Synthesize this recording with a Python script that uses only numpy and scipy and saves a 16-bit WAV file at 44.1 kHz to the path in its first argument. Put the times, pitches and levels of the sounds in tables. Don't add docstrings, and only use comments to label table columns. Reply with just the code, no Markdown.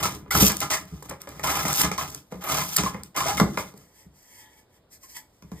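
import sys
import numpy as np
from scipy import signal
from scipy.fft import rfft, irfft, next_fast_len
from scipy.io import wavfile

SR = 44100
rng = np.random.default_rng(int(sys.argv[2]) if len(sys.argv) > 2 else 0)


def pcm_store(signal):
    levels = np.round(np.clip(np.atleast_2d(signal), -1, 1) * 32767)
    wavfile.write(sys.argv[1], SR, levels.astype(np.int16).T)


N = 246959
T = np.arange(N) / SR
SIZE = next_fast_len(N + SR, True)
HZ = np.arange(SIZE // 2 + 1) * SR / SIZE + 1e-3

# [dB, relative]
FIBRES_SPECTRUM = [(200, -30.5), (900, -6.5), (2000, -14.5), (2750, 1.5), (3400, 0.5), (4400, -4),
                   (5400, 5), (6500, 3.5), (8000, -3.5), (10000, -4), (12500, 0), (16000, -25.5)]
# [dB, relative]
WOOD_SPECTRUM = [(100, -30), (300, 3), (550, 1.5), (1100, 9), (1600, -3), (2200, 5), (2800, -14),
                 (6000, -51), (16000, -64.5)]


def undb(db):
    return 10 ** (np.asarray(db) / 20)


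def unit(x):
    return x / np.sqrt(np.mean(np.abs(x) ** 2))


def through(x, response):
    return irfft(rfft(x, SIZE) * response, SIZE)[..., :N]


def colour(points):
    hz, db = np.transpose(points)
    level_db = np.interp(np.log(HZ), np.log(hz), db)
    cepstrum = irfft(np.log(undb(level_db)), SIZE)
    return unit(np.exp(rfft(2 * cepstrum[:SIZE // 2], SIZE)))


def body(modes):
    response = 0
    for k, (hz, width, db) in enumerate(modes):
        resonance = undb(db) / (1 + 1j * (HZ - hz * hz / HZ) / width)
        response = response + (-1) ** k * resonance
    return unit(response)


def walk(rate):
    return unit(np.interp(T * rate, np.arange(N), rng.standard_normal(N)))


def grains(rate, spread_db):
    happens = rng.random(N) < rate / SR
    sign = rng.choice([-1, 1], N)
    size = undb(spread_db * np.minimum(rng.exponential(size=N), 5))
    return unit(happens * sign * size)


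def bursts(times, levels_db, length):
    out = np.zeros(N)
    for s, db in zip(times, levels_db):
        start = int(s * SR)
        t = T[:N - start][:SR // 10]
        out[start:start + len(t)] += undb(db) * np.exp(-(t / length) ** 2)
    return out


def pushes(times, levels_db):
    out = np.zeros(N)
    out[np.clip((times * SR).astype(int), 0, N - 1)] = undb(levels_db)
    return out


def strokes(table, bite_s, sag_db_per_s, release_db_per_s):
    out = np.zeros((len(table[0]) - 2, N))
    for s, length, *db in table:
        span = slice(max(int(s * SR), 0), int((s + length + .5) * SR))
        t = np.maximum(T[span] - s, 0)
        attack = np.minimum(t / bite_s, 1)
        fall_db = sag_db_per_s * t + release_db_per_s * np.maximum(t - length, 0)
        out[:, span] = np.hypot(out[:, span], np.outer(undb(db), attack * undb(-fall_db)))
    return out


def swells(table, roundness):
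    power = 0
    for s, rise, fall, *db in table:
        away = np.maximum((s - T) / rise, (T - s) / fall)
        shape = np.exp(-np.minimum(away ** roundness, 20))
        power = power + np.outer(undb(db), shape) ** 2
    return np.sqrt(power)


def room_noise():
    # [dB, relative]
    quiet_spectrum = [(15, -46.5), (25, -9.5), (81, 1), (146, -5.5), (588, -8.5), (2180, -26), (2850, -23),
                      (5140, -28.5), (5720, -33.5), (7890, -34.5), (15000, -38)]
    return undb(-62.5) * through(rng.standard_normal((2, N)), colour(quiet_spectrum))


def blank_response():
    # [dB, relative]
    blank_modes = [(636, 18, 1.5), (844, 43, 8), (847, 87, -3.5), (1036, 65, 8.5), (1098, 300, 0),
                   (1237, 54, 6), (1352, 85, -0.5), (1686, 16, -0.5), (1980, 15, -19), (2083, 120, -5.5),
                   (2206, 96, -6), (2320, 69, -7), (2980, 510, -11.5), (3570, 20, -26.5), (3970, 24, -18.5),
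                   (4400, 23, -24)]
    return unit(body(blank_modes) + undb(-5.0) * colour(WOOD_SPECTRUM))


def bench_response():
    # [dB, relative]
    bench_modes = [(59.5, 9.7, -12), (72.7, 16, 1), (112, 39, -6.5), (145.4, 18, 1.5), (181.3, 18, 4.5),
                   (207, 41, -2.5), (309, 100, -5.5), (334.4, 25, -2.5), (401, 12, -12), (435, 21, -7)]
    broad = colour([(15, -12.5), (40, 2.5), (70, 0.5), (200, -22.0), (2000, -55.5)])
    return unit(body(bench_modes) + undb(-31.0) * broad)


def blade_contact():
    # start_s [s], length_s [s], hiss_db [dB], top_db [dB relative to hiss],
    # ring_db of the blank [dB], shake_db of the bench [dB]
    cut_rows = [(-0.02, 0.023, -37.5, -1.5, -29, -28.5), (0.024, 0.034, -28, -3.5, -26.5, -28),
                (0.305, 0.037, -27.5, -1, -28, -37), (0.345, 0.044, -24, 0.5, -24.5, -20),
                (0.395, 0.03, -19.5, -0.5, -29, -16), (0.491, 0.011, -27, -10, -23, -50),
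                (0.608, .03, -31.5, -4.5, -26.5, -30), (0.699, 0.054, -28.5, -4, -26.5, -38),
                (1.431, 0.18, -30, -2, -24, -31), (1.617, 0.019, -35.5, 0, -34, -29),
                (1.651, 0.067, -32.5, -2, -28, -32.5), (1.776, 0.016, -39, -1, -30.5, -29),
                (1.827, .026, -29, -16.5, -24.5, -23), (1.913, 0.021, -38, -17, -38.5, -39.5),
                (1.976, 0.052, -34, -3, -29, -35), (2.437, 0.083, -44, 3.5, -30.5, -37.5),
                (2.484, 0.13, -30, -2.5, -26.5, -33), (2.773, 0.029, -26.5, -7.5, -26, -24.5),
                (2.841, 0.039, -36, -4, -32, -30.5), (3.16, 0.046, -30, -3, -24, -30),
                (3.22, 0.082, -34.5, -5, -30.5, -33), (3.262, 0.043, -32.5, -4, -26.5, -31),
                (3.325, 0.023, -36.5, -4, -39, -28.5), (3.368, 0.0093, -32, -3.5, -27.5, -29.5)]
    # start_s [s], length_s [s], hiss_db [dB], ring_db of the blank [dB], shake_db of the bench [dB]
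    skim_rows = [(0.08, 0.072, -45.5, -44, -33.5), (0.15, 0.14, -94.5, -58, -39),
                 (0.53, 0.075, -44, -51.5, -52), (0.788, 0.014, -53, -53, -34.5),
                 (0.861, 0.14, -58.5, -56, -47.5), (1.029, 0.021, -51.5, -52, -43.5),
                 (1.08, 0.032, -53, -41, -35.5), (1.195, 0.026, -53, -46.5, -43.5),
                 (1.268, 0.32, -53.5, -48.5, -40.5), (2.05, 0.12, -48, -51, -42.5),
                 (2.304, 0.041, -60, -48.5, -35.5), (2.402, 0.034, -48, -40, -53.5),
                 (2.621, 0.11, -50, -44, -43.5), (2.88, 0.11, -58.5, -46.5, -39),
                 (3.03, 0.023, -56, -59, -52), (3.143, 0.0099, -45, -28.5, -39),
                 (3.467, 0.13, -51, -62, -52), (3.529, 0.016, -52.5, -42.5, -50),
                 (3.568, 0.024, -37, -39, -34), (3.633, 0.06, -55.5, -60, -51),
                 (3.748, 0.081, -68, -63, -51.5)]
    # parting_s [s], build_up_s [s], hiss_db [dB]
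    tear_rows = [(0.484, .05, -21), (1.815, 0.049, -20.5), (2.772, 0.16, -36.5)]
    skim_top_db = -2.5
    parting_s, tear_top_db, tear_ring_db = .003, 0, -8

    cuts = [(s, length, hiss, hiss + top, ring, shake) for s, length, hiss, top, ring, shake in cut_rows]
    skims = [(s, length, hiss, hiss + skim_top_db, ring, shake) for s, length, hiss, ring, shake in skim_rows]
    tears = [(s, build, parting_s, hiss, hiss + tear_top_db, hiss + tear_ring_db, -np.inf)
             for s, build, hiss in tear_rows]

    cutting = strokes(cuts, bite_s=.004, sag_db_per_s=17.5, release_db_per_s=419.5)
    skimming = strokes(skims, bite_s=0.017, sag_db_per_s=15, release_db_per_s=297.5)
    tearing = swells(tears, roundness=1.33)
    return np.sqrt(cutting ** 2 + skimming ** 2 + tearing ** 2)


def drawknife(blank, bench):
    # [dB, relative]
    fine_spectrum = [(2000, -46), (7000, -29), (10000, 3.5), (12200, 9.5), (14000, 0), (16000, -0.5)]
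    hiss, top, ring, shake = blade_contact()
    slip = unit(undb(2.5 * walk(600) + 1.1 * walk(120)))
    bundles = grains(rate=300, spread_db=1.0)
    fractures = slip * unit(grains(rate=12000, spread_db=4.0) + undb(-7.0) * bundles)
    tugs = slip * unit(grains(rate=3500, spread_db=3.0) + undb(-10.0) * bundles)

    rasp = undb(0.5) * through(fractures * hiss, colour(FIBRES_SPECTRUM))
    fizz = undb(4.0) * through(fractures * top, colour(fine_spectrum))
    blank_ring = undb(-2.5) * through(tugs * ring, blank)
    bench_shake = undb(-4.5) * through(tugs * shake, bench)
    return rasp + fizz, blank_ring + bench_shake


def squeaks():
    squeak_rows = [(0.026, -17.5, 1136, 0.019), (0.04, -13.5, 1355, 0.019), (0.307, -12.5, 2140, 0.017),
                   (0.31, -13.5, 1366, 0.02), (0.352, -3.5, 1280, 0.0042), (0.497, -19.5, 1110, 0.0093),
                   (0.632, -23, 1304, 0.0097), (0.718, -20.5, 1914, 0.054), (1.451, -15, 1006, 0.018),
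                   (1.538, -17, 1023, 0.026), (1.983, -11.5, 1043, 0.012), (2.494, -22, 1280, 0.023),
                   (2.838, -29.5, 1110, 0.02), (2.862, -9, 1025, 0.015), (3.167, -17.5, 1130, 0.02),
                   (3.206, -12.5, 1044, 0.025), (3.258, -15.5, 642, 0.023), (3.279, -17.5, 825, 0.058),
                   (3.377, -15, 2084, 0.0091), (5.034, -44.5, 1040, 0.03)]
    out = np.zeros(N)
    waver, flutter = walk(250), walk(300)
    for s, db, hz, length in squeak_rows:
        span = slice(int(s * SR), int(s * SR) + SR // 10)
        t = T[span] - T[span][0]
        swell = (1 - np.exp(-t / 0.00067)) * np.exp(-(t / length) ** 2)
        pitch_hz = hz * (1 + 0.046 * waver[span])
        phase = 2 * np.pi * np.cumsum(pitch_hz) / SR
        out[span] += undb(db - 8.5 + 1.6 * flutter[span]) * swell * np.sin(phase)
    return out


def knocks(blank, bench):
    # [all dB, relative within each part]
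    knock_rows = [(0.054, -33.5, -34, -25.5, -24.5), (0.262, -49.5, -59, -51.5, -71.5),
                  (0.352, -31.5, -26.5, -25.5, -31), (0.4233, -22, -7.5, -32.5, -17.5),
                  (0.437, -34, -27, -33, -28.5), (1.024, -39, -60, -46, -46), (1.111, -32, -42, -38, -38),
                  (1.273, -32.5, -50, -40.5, -42), (1.395, -40, -54.5, -33.5, -35.5),
                  (1.652, -32.5, -23.5, -26, -25), (1.81, -30.5, -33, -22.5, -26),
                  (1.915, -29.5, -30.5, -28, -25), (2.323, -26.5, -31.5, -43.5, -41),
                  (2.792, -35.5, -32, -28, -33.5), (2.835, -34, -21, -27.5, -23),
                  (2.945, -31.5, -27, -34, -42), (3.3988, -8, -25, -18.5, -15), (3.411, -18, -6, -40, -36),
                  (3.574, -21.5, -31.5, -24, -25), (3.739, -40, -41.5, -61, -48),
                  (5.165, -61, -59, -49, -47), (5.423, -54, -44, -53.5, -46.5), (5.517, -40, -28, -47, -42)]
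    # [dB, relative]
    clamp_modes = [(317, 50, -13.5), (386, 23, -8.5), (426, 67, 1.5), (531, 10, 4.5), (596, 46, -2),
                   (680, 90, -10.5), (790, 23, 5.5), (940, 240, -5), (1180, 110, -4), (1410, 120, -13.5)]
    # [dB, relative]
    clack_spectrum = [(80, -21), (250, -11.5), (420, 3.5), (580, 9.5), (850, -16), (1400, -28), (3000, -34),
                      (12000, -51.5)]
    s, clack_db, thud_db, ring_db, tick_db = np.transpose(knock_rows)

    clamp = body(clamp_modes) + undb(-7.0) * colour(clack_spectrum)
    clack = through(pushes(s, clack_db + 13.5), clamp)
    rattle_noise = bursts(s, clack_db - 8.5, 0.012) * rng.standard_normal(N)
    rattle = through(rattle_noise, colour(clack_spectrum))
    crack_noise = bursts(s, ring_db + 3.0, 0.0044) * rng.standard_normal(N)
    crack = through(crack_noise, colour(WOOD_SPECTRUM))
    ring = through(pushes(s, ring_db + 19.5), blank)
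    tick_noise = bursts(s, tick_db - 4.0, 0.0044) * rng.standard_normal(N)
    tick = through(tick_noise, colour(FIBRES_SPECTRUM))

    give = undb(-1) * unit(body([(183, 150, 0)]) ** 2)
    sway = undb(-4.0) * bench / (1 - 1j * 90 / HZ) ** 3
    thud = through(pushes(s + 0.002986, thud_db + 22.0), give + sway)
    return clack + rattle + crack + ring + tick + thud


def splinters():
    # start_s [s], level_db [dB, relative], length_s [s]
    snap_rows = [(0.057, -30.5, 0.0012), (0.15, -29.5, 0.0007), (0.4672, -13.5, 0.00059),
                 (0.48, -15, 0.0018), (0.518, -20.5, 0.0021), (0.568, -17.5, 0.0011),
                 (0.603, -18.5, 0.0026), (0.853, -41, 0.0012), (1.024, -39, 0.0041), (1.094, -30, 0.0038),
                 (1.2167, -28.5, 0.0015), (1.29, -33, 0.0014), (1.682, -19, 0.0014), (1.728, -16.5, 0.0024),
                 (1.739, -18, 0.00074), (1.814, -13, 0.0026), (2.098, -35, 0.0041), (2.146, -27.5, 0.0022),
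                 (2.763, -10, 0.004), (2.996, -57, 0.002), (3.0342, -28, 0.0011), (3.774, -45.5, 0.0033),
                 (4.228, -51, 0.0022), (5.1677, -33, 0.0018)]
    # [dB, relative]
    splinter_spectrum = [(200, -26.5), (1500, -6.5), (3000, -10.5), (5000, 0.5), (7200, 3), (9500, 2),
                         (12500, 1.5), (16000, -2.5)]
    swell = np.zeros(N)
    for s, db, length in snap_rows:
        span = slice(int(s * SR), int(s * SR) + SR // 20)
        swell[span] += undb(db) * np.exp(-((T[span] - s) / max(length, .0005) - 1) ** 2)
    crackle = grains(rate=18000, spread_db=2.5) * swell
    return undb(-1.0) * through(crackle, colour(splinter_spectrum))


def bass_thumps(bench, soft_hz):
    # [dB, relative]
    thump_rows = [(0.341, -21), (0.434, -18.5), (0.914, -34), (0.926, -31.5), (1.832, -24.5), (2.783, -23),
                  (3.425, -18.5), (4.055, -42), (4.071, -57), (5.437, -39.5), (5.53, -33.5)]
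    s, db = np.transpose(thump_rows)
    return through(pushes(s, db + 27.5), bench / (1 + 1j * HZ / soft_hz) ** 3)


def handling():
    # [dB, relative]
    slide_rows = [(3.78, 0.022, .11, -62.5, -63), (4.01, 0.089, .035, -60, -57),
                  (4.175, 0.027, 0.11, -63, -69), (4.405, 0.14, 0.036, -54, -52),
                  (4.43, 0.025, .09, -71, -52), (4.585, 0.12, 0.033, -63.5, -59),
                  (4.765, 0.053, 0.016, -67.5, -61.5), (4.932, 0.017, 0.028, -51.5, -74),
                  (5.04, 0.022, 0.025, -52.5, -57), (5.105, 0.028, .07, -52.5, -59),
                  (5.17, 0.019, 0.021, -42, -38), (5.38, .1, 0.13, -72, -78),
                  (5.6, 0.074, .05, -58.5, -52.5)]
    # [dB, relative]
    loose_modes = [(870, 10, 7.5), (990, 30, -1.5), (1728, 37, -7), (1900, 57, -1.5), (2246, 22.8, -4),
                   (3250, 93, -34), (3220, 150, -10)]
    hiss, ring = swells(slide_rows, roundness=1.46)
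    friction = rng.standard_normal(N) * undb(1.3 * walk(120))
    brush = colour([(500, -39.5), (2000, -4.0), (3200, -11.5), (4200, -6), (5300, 3.0), (7500, 0.5),
                    (10000, -1.5), (12500, 0.5), (16000, -12)])
    broad = colour([(300, -22), (1100, 0.5), (2400, -2), (3500, 10.5), (4500, -2), (8000, -34)])
    loose = unit(body(loose_modes) + undb(-8.5) * broad)
    return undb(2.0) * through(friction * hiss, brush) + undb(-6.5) * through(friction * ring, loose)


def workshop(x, early_db, late_db, side_db):
    # freq_hz [Hz], t60_s [s]
    room_decay = [(90, 0.41), (350, .38), (1200, 0.28), (4000, 0.25), (13000, 0.24)]
    hz, t60 = np.transpose(room_decay)
    t = T[:SR // 2]
    noise = rfft(rng.standard_normal((2, len(t))))
    log_hz = np.log(np.maximum(np.arange(noise.shape[1]) * SR / len(t), 1))
    tail = 0
    for share, decay in zip(np.eye(len(hz)), t60):
        band = irfft(noise * np.interp(log_hz, np.log(hz), share), len(t))
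        tail = tail + band * unit((t > .007) * undb(-60 * t / decay))
    early = rng.standard_normal((2, len(t))) * unit((t > .0015) * np.exp(-t / 0.011))
    echoes = undb(early_db) * early + undb(late_db) * tail
    echoes = echoes * undb([[0], [side_db]]) / np.sqrt(len(t))
    return x + through(x, rfft(echoes, SIZE))


def stereo_image(mid, side):
    # freq_hz [Hz], lead_rad [radians]
    lead_phase = [(0, 0), (100, -.05), (300, -.5), (750, -.9), (1600, -.4), (2100, .9), (2750, 2.7),
                  (3600, 1.4), (4900, 1.3), (5800, 3.14), (8150, 6.28), (10700, 9.42), (13450, 12.57),
                  (15900, 15.7)]
    # freq_hz [Hz], balance_db [dB]
    balance = [(0, 0), (300, 0), (650, 1), (1200, -1), (2100, 0), (2500, -2.5), (4400, -1.5), (5200, .5),
               (16000, 0)]
    half = np.interp(HZ, *np.transpose(lead_phase)) / 2
    mid = through(mid, np.cos(half))
    side = through(side, 1j * np.sin(half))
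    lean_db = np.interp(HZ, *np.transpose(balance)) / 2
    return through(np.array([mid + side, mid - side]), undb([lean_db, -lean_db]))


def scene():
    blank, bench = blank_response(), bench_response()
    rasp, wood = drawknife(blank, bench)
    low_wood = knocks(blank, bench) + bass_thumps(bench, soft_hz=340)
    mix = room_noise()
    mix = mix + workshop(rasp + handling(), early_db=-2.0, late_db=-8.5, side_db=-2.5)
    mix = mix + workshop(wood + squeaks(), early_db=-10.0, late_db=-8.5, side_db=2)
    mix = mix + workshop(splinters(), early_db=-18.0, late_db=-13, side_db=-3.5)
    mix = mix + workshop(low_wood, early_db=-7, late_db=-4.0, side_db=0.0)
    mid, side = mix
    return stereo_image(mid, side)


def record(dry):
    top_cut = signal.ellip(10, .2, 90, 15800, fs=SR, output="sos")
    return signal.sosfilt(top_cut, dry)


dry = scene()
out = record(dry)
pcm_store(out)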